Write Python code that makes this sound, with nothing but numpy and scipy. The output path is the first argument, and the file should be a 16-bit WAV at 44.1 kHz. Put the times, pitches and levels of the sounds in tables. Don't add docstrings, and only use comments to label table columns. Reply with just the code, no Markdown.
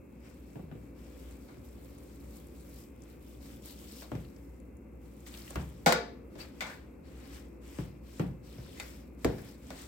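import sys
import numpy as np
from scipy import signal
from scipy.fft import rfft, irfft, next_fast_len
from scipy.io import wavfile
from scipy.ndimage import uniform_filter1d

SR = 44100
rng = np.random.default_rng(int(sys.argv[2]) if len(sys.argv) > 2 else 0)


def transcribe(signal):
    frames = np.atleast_2d(signal).T
    limited = np.clip(frames, -1, 1)
    pcm = np.round(limited * 32767).astype(np.int16)
    wavfile.write(sys.argv[1], SR, pcm)


N = 435266

# start_s, floor_pitch_hz, pitch_drop_s, after_ring_db (against the
# first swing), boom_db, ring_db, ring_pitch_hz, slap_db
SOFT_BLOWS = [(.556, 140, 0.0025, -13, -45.5, -49.5, 290, -64.5),
              (.594, 149, 0.0016, -4, -47, -58, 270, -67.5), (.636, 70, .003, -10, -47, -61, 280, -78),
              (.714, 148, 0.0029, -7, -47, -49, 270, -63), (.752, 150, 0.0014, -12, -50, -55, 280, -73),
              (1.570, 112, 0.0033, -2, -53, -72, 300, -73),
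              (4.117, 120, 0.0033, -20, -40.5, -42.5, 260, -52),
              (4.151, 112, 0.0019, -16, -39, -46, 260, -62.5),
              (5.557, 69, 0.00336, 9, -35.5, -42, 350, -45), (7.786, 132, .0029, -12, -36, -43, 304, -54.5),
              (8.196, 135, 0.0041, -9.5, -30, -37, 260, -48),
              (8.583, 126, 0.0027, -10, -45.5, -59, 300, -65.5),
              (9.246, 120, 0.0077, -15, -30, -29.5, 447, -42)]
# start_s, level_db, body_offset_db, brightness_db, spot_pitch_hz,
# spot_emphasis_db, clatter_t60_s, crack_strength
HARD_KNOCKS = [(1.485, -63, -13, -1, 1360, 26, .26, .25), (4.021, -57.5, -6.5, -2, 1000, 0, .11, .22),
               (4.152, -64, -9, 1, 3030, -11, .1, .88), (5.265, -68.5, -19, 10, 2500, -12, 0.2, .3),
               (5.506, -57, -1, -7, 1200, 1, .084, 0.91), (5.861, -25, -3, -4.5, 782, -0.5, .25, .8),
               (5.872, -33, -12, -0.5, 684, 0, 0.32, .5), (5.923, -31.5, -19, 0, 526, 4, 0.098, 2),
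               (6.353, -58.5, 7.5, -9.5, 337, 11, 0.11, .12),
               (6.607, -47.5, -17, 8, 2180, 12.5, 0.11, 0.23), (6.620, -48.5, -8, -1.5, 900, 14, .2, .9),
               (6.665, -52.5, -8, -1, 1100, 8.5, 0.27, .2), (8.799, -51.5, -11, 1.5, 2280, 0, .09, 1.3),
               (9.246, -46, -15, 3.5, 1750, 9, 0.055, 2), (9.382, -65, -12, 5, 1600, 4, .08, .3),
               (9.704, -50.5, 1, -5, 610, -23, 0.17, 1.7)]
# offset_db, db_per_brightness_db
KNOCK_REGISTERS = [(-1.5, -0.59), (0.5, 0.8), (-5.5, 0.82)]
# pitch_hz, level_db, base_t60_s
PAN_MODES = [(63.6, -14.5, 0.84), (133, -22.5, 0.71), (168.9, 3.5, 0.27), (225.5, -8.5, 0.56),
             (252.4, 6, 0.17), (308.5, 3.5, 0.18), (352, -1.5, 0.47), (390, 1.5, 0.62), (461, 0, 0.61),
             (499.5, 9, 0.29), (515.4, 7.5, 0.36), (615, 0.5, 0.4), (698, 7, 0.37), (731, -5.5, 0.2),
             (792, 6.5, 0.22), (829, -4, 0.36), (874, -1.5, 0.45), (1060, -10, .35), (1141, -1, 0.39),
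             (1327, -8.5, 0.28), (1441, 8, 0.22), (1520, -7, 0.33), (1570, -6, 0.25), (1725, -6.5, 0.38),
             (2000, -8, 0.36), (2260, -7, 0.34), (2430, -8.5, 0.28), (3760, -2, 0.29), (3980, -6.5, 0.34),
             (4300, -13, 0.3), (4540, -5, 0.33), (4990, -1, 0.3), (5650, -5, 0.3)]
# start_s, length_s, end_level_db, swell_db, brush_offset_db,
# fizz_offset_db
YARN_STROKES = [(.05, 0.18, -78, 15, 8, -1), (0.213, 0.068, -70.5, -8, 9.5, -2),
                (0.278, 0.35, -75.5, 1.5, 3, 2.5), (0.667, 0.21, -79.5, 0, 8, 4),
                (0.924, 0.41, -68.5, 3.5, 4.5, 0.5), (1.36, 0.21, -73.5, 1, 4, 3),
                (1.594, 0.72, -72, 1, 2.5, 3.5), (2.175, 0.19, -68.5, 21, 3, 6.5),
                (2.37, 0.43, -66.5, 11.5, 3, 4.5), (2.906, 0.21, -71.5, 13, 6.5, 2.5),
                (3.182, 0.16, -71.5, -2, -1, 3.5), (3.379, 0.16, -64.5, 0.5, 1.5, 3),
                (3.601, 0.11, -59, 1.5, -3.5, 1.5), (3.735, 0.28, -60, 4, -2, 1.5),
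                (4.08, 0.49, -83, -15.5, 8, 3.5), (4.98, 0.39, -70, 9, 4, 3),
                (5.252, 0.02, -57, 3, -11, -3), (5.283, 0.11, -58.5, 2, 2.5, 0),
                (5.412, 0.2, -63.5, -3.5, 3.5, 0), (5.614, 0.28, -74, -3, 5.5, 0),
                (6.27, .1, -75.5, 2, -3, 1), (6.365, 0.044, -55.5, 1, 8, -6.5),
                (6.5, 0.21, -60, 14.5, 8, -5), (7.007, 0.36, -62, 12, 6.5, -3.5),
                (7.59, 0.22, -61, 8, 6.5, -3), (7.996, 0.2, -62.5, 13, 4.5, -1.5),
                (8.404, 0.48, -62.5, 5, 2.5, -2.5), (8.724, 0.26, -68.5, -6, 5.5, 1),
                (9.155, 0.34, -64, 5, 5.5, 0.5), (9.58, 0.24, -57, 15, 5, -3.5)]
# brush_db, swish_db, fizz_db
RESTING_RUB = (-81, -93.5, -80)
SWISH_EDGES = [1500, 2900, 3700, 4700, 6000, 16000]
# start_s, peak_db, centre_hz
STRAND_TICKS = [(1.3104, -47, 8500), (1.544, -53, 2400), (1.984, -45, 8500), (2.4696, -47, 9500),
                (2.609, -46, 9000), (3.020, -49, 7050), (3.036, -48, 7900), (3.6231, -45, 8500),
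                (3.913, -47, 4270), (4.01, -42, 4730), (4.249, -51, 3300), (4.363, -50, 5870),
                (4.601, -51.5, 8800), (4.769, -52.5, 8600), (5.2055, -50, 8600), (5.340, -38.5, 3600),
                (5.347, -44, 2800), (5.376, -42, 4600), (5.419, -41, 5000), (5.478, -42.5, 2380),
                (5.506, -35.5, 8500), (5.611, -46, 3600), (8.633, -56, 7900), (9.256, -37, 7500),
                (9.669, -46, 7500), (9.719, -51, 6000)]
# start_s, length_s, level_db, low_pitch_hz, high_pitch_hz, high_offset_db, t60_s
STEEL_SCRAPES = [(6.391, 0.032, -59, 2630, 4530, 4, 0.11), (6.627, 0.12, -57.5, 1550, 1800, -3.5, 0.32)]
# start_s, level_db
RIM_TOUCHES = [(8.776, -63), (8.799, -47)]
# pitch_hz, level_db, t60_s
RIM_MODES = [(1990, -7, 0.22), (2070, 1, 0.082), (2530, -0.5, 0.057), (3680, -2.5, 0.069), (4500, -11, .16),
             (4915, -15, .18), (7000, 1, .018), (8150, -5, .05)]
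# frequency_hz, gain_db
SLAP_EQ = [(50, -4), (300, -0.5), (520, -7.5), (900, -9), (2200, -19), (4000, -19.5), (8000, -26.5),
           (15000, -33)]
KNOCK_EQ = [(60, -21), (170, -1), (300, -16.5), (400, -6), (550, 4), (850, -6), (1080, -9), (1520, -10),
            (2200, -8), (2900, -16.5), (4000, -11.5), (5500, -14.5), (8000, -15.5), (12500, -31.5),
            (15500, -30)]
BRUSH_EQ = [(250, -19), (500, 5), (900, 0.5), (1500, 1.5), (2400, 2.5), (4000, -18.5), (8000, -18)]
SWISH_EQ = [(1500, -27), (2800, 3), (4200, 3), (5200, 2.5), (6500, -0.5), (8500, 4), (11000, -20),
            (15000, -28.5)]
FIZZ_EQ = [(4000, -22), (6500, -6), (8000, 0), (12000, -1.5), (15500, -2.5)]
AIR_EQ = [(15, -81), (25, -27.5), (40, -0.5), (64, 5.5), (77, -3.5), (87, -17.5), (108, -12), (145, -15.5),
          (163, -13), (284, -8), (429, -16.5), (523, -15), (650, -27.5), (1120, -31.5), (1800, -39),
          (2250, -35), (2600, -36.5), (2850, -42), (3640, -55), (6160, -120)]
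# pitch_hz, level_db
MOTOR_HUM = [(59.3, -51.3), (74, -60), (118.6, -62.5), (148, -68), (172.5, -64), (215.5, -61), (258, -65),
             (281, -63), (344.5, -64)]
# frequency_hz, correlation
STEREO_LIKENESS = [(60, .99), (150, .95), (280, .68), (600, .3), (1400, .15), (7500, 0), (9000, -.6),
                   (9700, -.97), (10700, -.97), (11400, .3), (12500, .9), (14000, .8), (15500, .3)]
# frequency_hz, left_minus_right_db
PORT_BALANCE = [(60, 1), (250, 0.4), (550, 2.5), (1100, 1), (2300, 3.5), (4000, 5.5), (5600, 9.5),
                (7500, 4), (10000, -7), (15000, 3)]

HIT_S, ATTACK_S = .6, .045
SWING_S, FLOOR_T60_S = .0075, .52
SPRAY_DB, MID_SLAP_DB, SPRAY_GROWTH = -66, -50, 1.75
GRIP_S, SETTLE_S = .072, .071


def skein_thuds():
    out, t = np.zeros((2, N)), times(HIT_S)
    modes = pan_modes(t, damping=1.3)
    for start_s, floor_hz, drop_s, after_db, boom_db, ring_db, ring_hz, slap_db in SOFT_BLOWS:
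        hz = floor_hz + 650 * np.exp(-t / drop_s)
        swing = t / SWING_S * np.exp(1 - t / SWING_S)
        after_ring = undb(after_db) * fade(t, FLOOR_T60_S) * (1 - np.exp(-t / .011))
        flex = (swing + after_ring) * np.sin(2 * np.pi * np.cumsum(hz) / SR)
        slap = contact(t, crack=.9, crack_s=.00176, early_t60=.077, room_t60=.34, room_db=-5)
        slap = eq(slap, SLAP_EQ)
        steel = pan_ring(modes)
        body = hit_level(slap, 0) + hit_level(band(steel, 170, 500), -11)
        ring = struck_spot(body, ring_hz, -2.1, q=3.8)
        linger = band(diffuse(len(t)), 91, 194) * fade(t, .56) * (1 - np.exp(-t / .0076))
        boom = hit_level(np.array([flex, flex]), 0) + hit_level(linger, -6)
        boom += hit_level(band(steel, 52, 131), -5)
        spray = contact(t, crack=4.5, crack_s=.0016, early_t60=.066, room_t60=.33, room_db=-4)
        spray_db = SPRAY_DB + SPRAY_GROWTH * (slap_db - MID_SLAP_DB)
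        thud = (hit_level(boom, boom_db)
                + hit_level(band(ring, 202, 680), ring_db)
                + hit_level(band(slap, 730, 3030), slap_db)
                + hit_level(band(eq(spray, SLAP_EQ), 3810, 19000), spray_db))
        add(out, thud, start_s)
    return out


def steel_knocks():
    out, t = np.zeros((2, N)), times(HIT_S)
    edges_hz = [130, 280, 1000, 3100, 17000]
    modes = pan_modes(t, damping=.88)
    for start_s, knock_db, body_db, bright_db, spot_hz, spot_db, t60, crack in HARD_KNOCKS:
        register_db = [knock_db + body_db]
        register_db += [knock_db + db + tilt * bright_db for db, tilt in KNOCK_REGISTERS]
        clatter = contact(t, 1.27 * crack, crack_s=.0027, early_t60=t60, room_t60=.42, room_db=-5.5)
        ring_db = max(-2.5 + .42 * (register_db[1] + 36), -8)
        steel = hit_level(eq(clatter, KNOCK_EQ), 0) + hit_level(pan_ring(modes), ring_db)
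        steel = struck_spot(steel, spot_hz, spot_db, q=3.9)
        steel = struck_spot(steel, 1.61 * spot_hz, spot_db - 12.5, q=18.6)
        for lo, hi, db in zip(edges_hz, edges_hz[1:], register_db):
            add(out, hit_level(band(steel, lo, hi), db), start_s)
        snap = band(diffuse(len(t)), 7000, 17000) * np.exp(-t / .006)
        add(out, np.sqrt(crack) * hit_level(snap, register_db[-1] - 12), start_s)
    return out


def contact(t, crack, crack_s, early_t60, room_t60, room_db):
    push = .41 * np.sin(np.pi * np.minimum(t / .00032, 1))
    direct = push + diffuse(len(t)) * (fade(t, early_t60) + crack * np.exp(-t / crack_s))
    room = diffuse(len(t))
    tail = band(room, 42, 4900) * fade(t, room_t60) + band(room, 6700, 15000) * fade(t, room_t60 / 2)
    return direct + undb(room_db) * tail * (1 - np.exp(-t / .0041))


def pan_modes(t, damping):
    hz, db, t60 = np.transpose(np.repeat(PAN_MODES, 3, axis=0))[:, :, None]
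    spread = np.tile([-1, 0, 1], len(PAN_MODES))[:, None] * rng.uniform(.6, 1.6, hz.shape)
    detune_hz = (5 + .005 * hz) * spread
    return undb(db) * fade(t, t60 / damping) * np.exp(2j * np.pi * (hz + detune_hz) * t)


def pan_ring(modes):
    hz = np.repeat(np.array(PAN_MODES)[:, 0], 3)
    strength, skew = rng.standard_normal((2, len(hz)))
    phase = rng.uniform(0, 2 * np.pi, len(hz)) + np.outer([1, -1], skew * np.minimum(hz / 800, .9))
    return ((undb(2 * strength) * np.exp(1j * phase)) @ modes).imag


def struck_spot(x, hz, db, q):
    return x + undb(db) * signal.lfilter(*signal.iirpeak(min(hz, .4 * SR), q, fs=SR), x)


def yarn_rustle():
    brush_gain, swish_gain, fizz_gain = stroke_envelopes()
    brush = eq(fibres(slips_per_s=510, spread_db=4, grain_db=-24.5), BRUSH_EQ)
    cloth = np.zeros((2, N))
    for lo, hi in zip(SWISH_EDGES, SWISH_EDGES[1:]):
        crackle = fibres(slips_per_s=260, spread_db=3.5, grain_db=-4.5)
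        cloth += band(crackle, lo, hi) * undb(1.7 * drift(16))
    swish = eq(cloth, SWISH_EQ)
    fizz = eq(fibres(slips_per_s=420, spread_db=4.4, grain_db=-3.5), FIZZ_EQ)
    return (level(brush, -4.5) * brush_gain
            + level(swish, .26) * swish_gain
            + level(fizz, .5) * fizz_gain)


def stroke_envelopes():
    power, t = np.zeros((3, N)), times(1.2)
    for start_s, length_s, end_db, swell_db, brush_db, fizz_db in YARN_STROKES:
        grip = np.sin(np.pi / 2 * np.minimum(t / min(GRIP_S, length_s), 1)) ** 2
        pull = undb(end_db + swell_db * (np.minimum(t / length_s, 1) - 1))
        settle = np.exp(-np.maximum(t - length_s, 0) / min(SETTLE_S, 1.2 * length_s))
        add(power, np.outer(undb([brush_db, 0, fizz_db]), grip * pull * settle) ** 2, start_s)
    return np.sqrt(power + undb(RESTING_RUB)[:, None] ** 2)


def fibres(slips_per_s, spread_db, grain_db):
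    slips = (rng.random(N) < slips_per_s / SR) * rng.choice([-1, 1], N)
    slips = slips * undb(spread_db * np.minimum(rng.exponential(size=N), 5))
    grain = np.array([slips, np.roll(slips, 2)])
    hiss = level(diffuse(N), 0) + level(grain, grain_db)
    return hiss * undb(.9 * drift(45) + 1.3 * drift(220))


def strand_ticks():
    out, t = np.zeros((2, N)), times(.05)
    envelope = np.exp(-t / .0018) + .16 * np.exp(-t / .014)
    for start_s, peak_db, hz in STRAND_TICKS:
        tick = band(diffuse(len(t)) * envelope, hz / 1.31, hz * 1.29)
        add(out, tick / np.abs(tick).max() * undb(peak_db), start_s)
    return out


def rim_clinks():
    out, t = np.zeros((2, N)), times(HIT_S)
    hz, db, t60 = np.transpose(RIM_MODES)[:, :, None]
    for start_s, clink_db in RIM_TOUCHES:
        phase = rng.uniform(0, 2 * np.pi, hz.shape) + .7 * rng.standard_normal((2, *hz.shape))
        ping = (undb(db) * fade(t, t60) * np.sin(2 * np.pi * hz * t + phase)).sum(axis=1)
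        add(out, hit_level(ping, clink_db), start_s)
    return out


def steel_scrapes():
    out, t = np.zeros((2, N)), times(.5)
    for start_s, length_s, db, low_hz, high_hz, high_db, t60 in STEEL_SCRAPES:
        pressure = np.sin(np.pi * np.minimum(t / length_s, 1))
        slips = (rng.random(len(t)) < 900 / SR) * rng.standard_normal(len(t)) * pressure
        for hz, note_db in ((low_hz, db), (high_hz, db + high_db)):
            resonance = band(diffuse(len(t)) * fade(t, t60), hz / 1.08, hz * 1.08)
            scrape = signal.fftconvolve(resonance, slips[None])[:, :len(t)]
            add(out, level(scrape, note_db, 1.1 * length_s), start_s)
    return out


def ventilation():
    t = np.arange(N) / SR
    air = level(eq(band(diffuse(N), 84, 2320), AIR_EQ), -52) * undb(.9 * drift(1.536))
    rumble = level(band(diffuse(N), 51, 85), -71)
    hiss = level(band(diffuse(N), 2480, 17000), -85)
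    hum = sum(undb(db + .8 * drift(2.5)) * np.sin(2 * np.pi * hz * t + .35 * drift(1.5))
              for hz, db in MOTOR_HUM)
    motor_hz = MOTOR_HUM[0][0]
    buzz = sum(undb(2.8 * drift(2.8)) * np.sin(2 * np.pi * (harmonic * motor_hz * t + rng.random()))
               for harmonic in range(34, 47))
    return air + rumble + hiss + hum + undb(-87) * buzz


def diffuse(size):
    padded = 2 * next_fast_len(size // 2 + 1)
    mid, side = rfft(rng.standard_normal((2, padded)))
    alike = curve(STEREO_LIKENESS, padded)
    mid, side = mid * np.sqrt((1 + alike) / 2), side * np.sqrt((1 - alike) / 2)
    return irfft(np.array([mid + side, mid - side]))[:, :size]


def drift(rate_hz):
    hold = int(SR / rate_hz)
    steps = np.repeat(rng.standard_normal(N // hold + 1), hold)
    return 1.3 * uniform_filter1d(uniform_filter1d(steps, hold), hold)[:N]


def curve(points, size):
    hz, value = np.transpose(points)
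    bins_hz = np.arange(size // 2 + 1) * SR / size
    return np.interp(np.log(bins_hz + 1e-9), np.log(hz), value)


def eq(x, points):
    size = 2 * next_fast_len(x.shape[-1] // 2 + 4096)
    cepstrum = irfft(np.log(undb(curve(points, size))))
    cepstrum[1:size // 2] *= 2
    cepstrum[size // 2 + 1:] = 0
    return irfft(rfft(x, size) * np.exp(rfft(cepstrum)))[..., :x.shape[-1]]


def band(x, lo_hz, hi_hz):
    sos = signal.butter(3, [lo_hz, min(hi_hz, .45 * SR)], "band", fs=SR, output="sos")
    return signal.sosfilt(sos, x)


def level(x, db, seconds=None):
    centre = x.mean(axis=0)[:int(seconds * SR) if seconds else None]
    return x * undb(db) / np.sqrt(np.mean(centre ** 2))


def hit_level(x, db):
    return level(x, db, ATTACK_S)


def undb(db):
    return 10 ** (np.asarray(db) / 20)


def times(seconds):
    return np.arange(int(seconds * SR)) / SR


def fade(t, t60):
    return np.exp(-np.log(1000) * t / t60)


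def add(out, sound, start_s):
    start = int(start_s * SR)
    out[:, start:start + sound.shape[1]] += sound[:, :N - start]


def scene():
    pan = skein_thuds() + steel_knocks() + rim_clinks() + steel_scrapes()
    return pan + strand_ticks() + yarn_rustle() + ventilation()


def record(dry):
    size = next_fast_len(N + 4096, True)
    lean = undb(curve(PORT_BALANCE, size))
    gains = np.array([lean, np.ones_like(lean)]) / np.sqrt((1 + lean ** 2) / 2)
    heard = irfft(rfft(dry, size) * gains, size)[:, :N]
    return signal.sosfilt(signal.ellip(8, .2, 70, 15900, fs=SR, output="sos"), heard)


dry = scene()
out = record(dry)
transcribe(out)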